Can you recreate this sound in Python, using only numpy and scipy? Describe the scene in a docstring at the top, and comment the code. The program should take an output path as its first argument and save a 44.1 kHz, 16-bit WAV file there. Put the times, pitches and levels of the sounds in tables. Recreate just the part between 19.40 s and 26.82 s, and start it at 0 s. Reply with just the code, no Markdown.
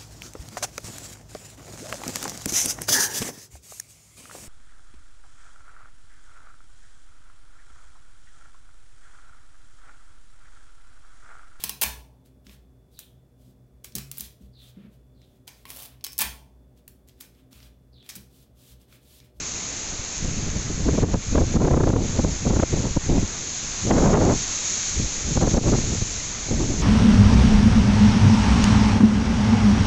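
"""Storm gusts buffet one microphone: the faster the air, the louder and higher its rumble.
Eddies thump on the port, singly or in fluttering trains.
Behind them, palm fronds hiss, steady and bright, over the faint roar of far trees.
A limiter pulls everything down under the heaviest blows."""
import sys
import numpy as np
from scipy import signal
from scipy.fft import rfft, irfft, next_fast_len
from scipy.io import wavfile
from scipy.ndimage import uniform_filter1d, map_coordinates

SR = 44100
rng = np.random.default_rng(int(sys.argv[2]) if len(sys.argv) > 2 else 0)


def transcribe(signal):
    """Save signal, clipped to [-1, 1], as a 16-bit WAV file at the path in sys.argv[1]."""
    frames = np.atleast_2d(signal).T
    limited = np.clip(frames, -1, 1)
    pcm = np.round(limited * 32767).astype(np.int16)
    wavfile.write(sys.argv[1], SR, pcm)


N = 327222
TIME = np.arange(N) / SR
REFERENCE_DB = -20  # pressure level at nominal air speed


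def amp(db):
    """Decibels to gain."""
    return 10 ** (np.asarray(db) / 20)


def unit(x):
    """x at rms 1."""
    return x / np.sqrt(np.mean(x ** 2) + 1e-20)


def wobble(rate_hz):
    """Smooth random curve, rate_hz knots a second."""
    return map_coordinates(rng.standard_normal(int(N * rate_hz / SR) + 4), [TIME * rate_hz])


def coloured(x, spectrum):
    """x shaped by (Hz, dB) points on a log axis, at rms 1."""
    size = next_fast_len(len(x) + 8192)
    hz, db = np.transpose(spectrum)
    grid_hz = np.fft.rfftfreq(size, 1 / SR)
    gain = amp(np.interp(np.log(grid_hz + 1), np.log(hz), db, right=-120))
    return unit(irfft(rfft(x, size) * gain, size)[:len(x)])


def patchy_noise(depth_db):
    """White noise whose bands swell and fade independently."""
    bands = signal.stft(rng.standard_normal(N), nperseg=512)[2]
    patches = uniform_filter1d(rng.standard_normal(bands.shape), size=8, axis=0)
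    patches = uniform_filter1d(patches, size=20, axis=1)
    return unit(signal.istft(bands * amp(depth_db * unit(patches)), nperseg=512)[1][:N])


def leaf_ticks(count, spread):
    """Leaflets slap together: many tiny impulses, a few stronger."""
    at = (rng.random(count) * N).astype(int)
    sizes = np.exp(spread * rng.standard_normal(count))
    signs = rng.choice([-1, 1], count)
    return unit(np.bincount(at, sizes * signs, N))


def fronds(tick_gain=0.32, flutter_db=0.46):
    """Air rushes through the near crowns; their leaflets patter."""
    # Wind in the crowns. Each row: time in seconds, hiss level in dB.
    hiss_levels = [(0,-32),(1.85,-35.2),(2.9,-33),(3.8,-34),(4.3,-29.7),(4.89,-32.5),(4.97,-28),(5.27,-26),(5.65,-29),(6.55,-29.5),(7.2,-33),(7.4,-31.5)]
    # Frond hiss as coloured by the microphone, which resonates near 6.5 kHz.
    # Each row: frequency in Hz, relative density in dB.
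    hiss_through_mic = [(300, -46), (900, -21.5), (1700, -18), (2300, -13), (3000, -15.5), (3600, -12),
                        (4250, -9.5), (4900, -12.5), (5800, -5.5), (6550, 1.5), (7350, -6.5), (7700, -14.5),
                        (8000, -28), (8400, -39.5)]
    rustle = patchy_noise(depth_db=0.2) + tick_gain * leaf_ticks(count=9000, spread=0.8)
    level_db = np.interp(TIME, *np.transpose(hiss_levels)) + flutter_db * wobble(15)
    return amp(level_db) * coloured(rustle, hiss_through_mic)


def far_roar(level_db=-38.0, swell_db=0.1):
    """Wind in distant trees, dull and even."""
    # Roar spectrum. Each row: frequency in Hz, relative density in dB.
    roar_spectrum = [(15,-4),(60,3),(150,1.5),(320,-2),(600,-7.5),(1100,-9),(1700,-9.5),(2450,-9),(3000,-14),(5000,-13),(8000,-42)]
    return amp(level_db + swell_db * wobble(8.4)) * coloured(patchy_noise(depth_db=1.0), roar_spectrum)


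def gust_flow(lull_db=-53, skirt_db=-14, skirt_octaves=-0.7):
    """Gusts rise, crest and fall in a skirt of weaker, coarser air. Returns power, fineness in octaves."""
    # Gusts at the port. Each row: arrival in seconds, hold in seconds, level in dB,
    # whirl fineness in octaves up.
    gusts = [(0.52,0.032,-33.5,0.01),(.85,0.49,-28.5,-0.005),(1.429,0.33,-21.5,-0.0024),(1.948,.08,-19.5,-.15),(2.17,.44,-16,-0.19),(2.751,.15,-22,-.05),(3.06,.14,-21.5,0.0017),(3.349,.12,-22.5,0),(3.71,.06,-17,-.3),(4.53,.37,-16,.52),(5.575,.05,-23.5,-.3),(5.91,0.63,-23,0),(6.7,.25,-39,0),(7.108,0.32,-24,0.03)]
    crest_db_per_s, edge_db_per_s, skirt_db_per_s = 6, 240, 62
    power, weighted_octaves = np.full(N, amp(lull_db) ** 2), np.zeros(N)
    for arrival_s, hold_s, db, octaves in gusts:
        from_middle_s = np.abs(TIME - arrival_s - hold_s / 2)
        outside_s = np.maximum(0, from_middle_s - hold_s / 2)
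        edge_db = edge_db_per_s / (1 + hold_s / 0.6) * outside_s  # longer gusts have softer edges
        core = amp(db - crest_db_per_s * from_middle_s - edge_db) ** 2
        skirt = amp(db + skirt_db - skirt_db_per_s * outside_s) ** 2
        power += core + skirt
        weighted_octaves += octaves * core + skirt_octaves * skirt
    return power, weighted_octaves / power


def buffeting(strikes, lump_db=2.5, steady_db=-15, jerk_db=1.295, eddy_octaves=0.2, trim_db=0.76):
    """A frozen turbulence pattern sweeps past the port: faster air plays it louder and higher."""
    # Port pressure spectrum at nominal speed. Each row: frequency in Hz, relative density in dB.
    turbulence = [(4, -31), (10, 0.5), (40, 0.5), (130, -1.5), (300, -6.5), (480, -14), (1000, -27),
                  (1600, -48), (3000, -67), (6000, -89)]
    swells = eddy_power(strikes)
    flow, gust_octaves = gust_flow()
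    # small eddies make the flow lumpy; half as much at steady_db
    lumps = amp(lump_db * wobble(70) / (1 + flow / amp(steady_db) ** 2))
    power = flow * lumps ** 2 + swells
    pressure = np.sqrt(power)
    octaves = gust_octaves + eddy_octaves * swells / power  # finer whirls inside an eddy
    # dynamic pressure goes roughly as speed squared
    speed = (pressure / amp(REFERENCE_DB)) ** 0.52 * amp(jerk_db * wobble(160))
    pattern = coloured(rng.standard_normal(2 * N), turbulence)
    energy = uniform_filter1d(uniform_filter1d(pattern ** 2, size=600), size=600)
    pattern = unit(pattern / (np.abs(energy) + 1e-6) ** 0.055)  # evens neighbouring whirls slightly
    travel = np.cumsum(speed * 2 ** octaves)
    return amp(trim_db) * pressure * map_coordinates(pattern, [travel], order=3, mode="wrap")


def eddies(shedding_s=0.0317, scatter_s=0.002, scatter_db=1.18):
    """Eddies shed near-periodically. 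Returns (time in s, peak in dB, half length in s) for each."""
    # Hard eddies striking the port, alone or in trains. Each row: first strike in seconds, count,
    # peak level in dB, half length in seconds.
    trains = [(.855,2,-24,0.0088),(1.489,1,-15,0.0049),(1.638,1,-12.5,.008),(1.747,1,-14.5,0.0086),(1.956,3,-12.5,.005),(2.168,1,-11.5,0.0074),(2.219,12,-12,.006),(2.795,1,-14.5,.006),(2.848,1,-13.5,.004),(3.072,3,-18.5,.008),(3.169,3,-12,.005),(3.336,1,-17.5,0.0076),(3.573,1,-14,0.0073),(3.83,1,-19.5,0.0066),(4.513,1,-11.5,0.0058),(4.75,1,-13,.013),(5.975,1,-15.5,.008),(6.036,1,-12.5,.015),(6.076,1,-13,0.0051),(6.149,2,-12,0.0082),(6.274,1,-16,.018),(6.336,1,-16.5,0.017),(6.622,1,-22,.008),(7.111,2,-22.5,.006),(7.21,1,-21,0.015)]
    strikes = []
    for first_s, count, db, half_s in trains:
        for k in range(round(count)):
            late, louder = rng.standard_normal(2) * (k > 0)
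            at_s = first_s + k * shedding_s + scatter_s * late
            strikes.append((at_s, db + scatter_db * louder, half_s))
    return strikes


def eddy_power(strikes):
    """Each eddy is a brief Gaussian swell of the flow."""
    power = np.zeros(N)
    for at_s, db, half_s in strikes:
        near = slice(max(0, int((at_s - 4 * half_s) * SR)), int((at_s + 4 * half_s) * SR))
        power[near] += amp(db) ** 2 * np.exp(-((TIME[near] - at_s) / half_s) ** 2)
    return power


def eddy_slaps(strikes, boost_db=6.0):
    """An eddy's core hits the port: steep push, slower rebound. Harder hits are steeper."""
    out, t = np.zeros(N + SR), np.arange(SR // 20) / SR
    for at_s, db, _ in strikes:
        tau_s = 0.0017 / amp(db - REFERENCE_DB) ** 0.5
        age = t / tau_s
        push = age * (2 - age) * np.exp(-age)
        out[int(at_s * SR):][:len(t)] += amp(db + boost_db) * push / push.max()
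    return out[:N]


def limiter(x, threshold_db=-14.0, recovery_db_per_s=78, ceiling=0.42):
    """Gain drops on loud stretches and climbs back steadily; remaining peaks are soft-clipped."""
    level_db = 10 * np.log10(np.abs(uniform_filter1d(x ** 2, size=330)) + 1e-12)
    over_db = np.maximum(0, level_db - threshold_db)
    climb_db = recovery_db_per_s * TIME
    gain_db = climb_db - np.maximum.accumulate(over_db + climb_db)
    held = x * amp(uniform_filter1d(gain_db, size=130))
    return held / (1 + (held / ceiling) ** 6) ** (1 / 6)


def scene():
    """Trees near and far, plus wind on the microphone; mono."""
    strikes = eddies()
    return (fronds() + far_roar() + buffeting(strikes) + eddy_slaps(strikes))[None]


def record(dry):
    """Limiter, then a brick-wall low-pass."""
    top_hz = 8500
    size = next_fast_len(N + 8192)
    passband = np.fft.rfftfreq(size, 1 / SR) < top_hz
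    return irfft(rfft(limiter(dry[0]), size) * passband, size)[None, :N]


dry = scene()
out = record(dry)
transcribe(out)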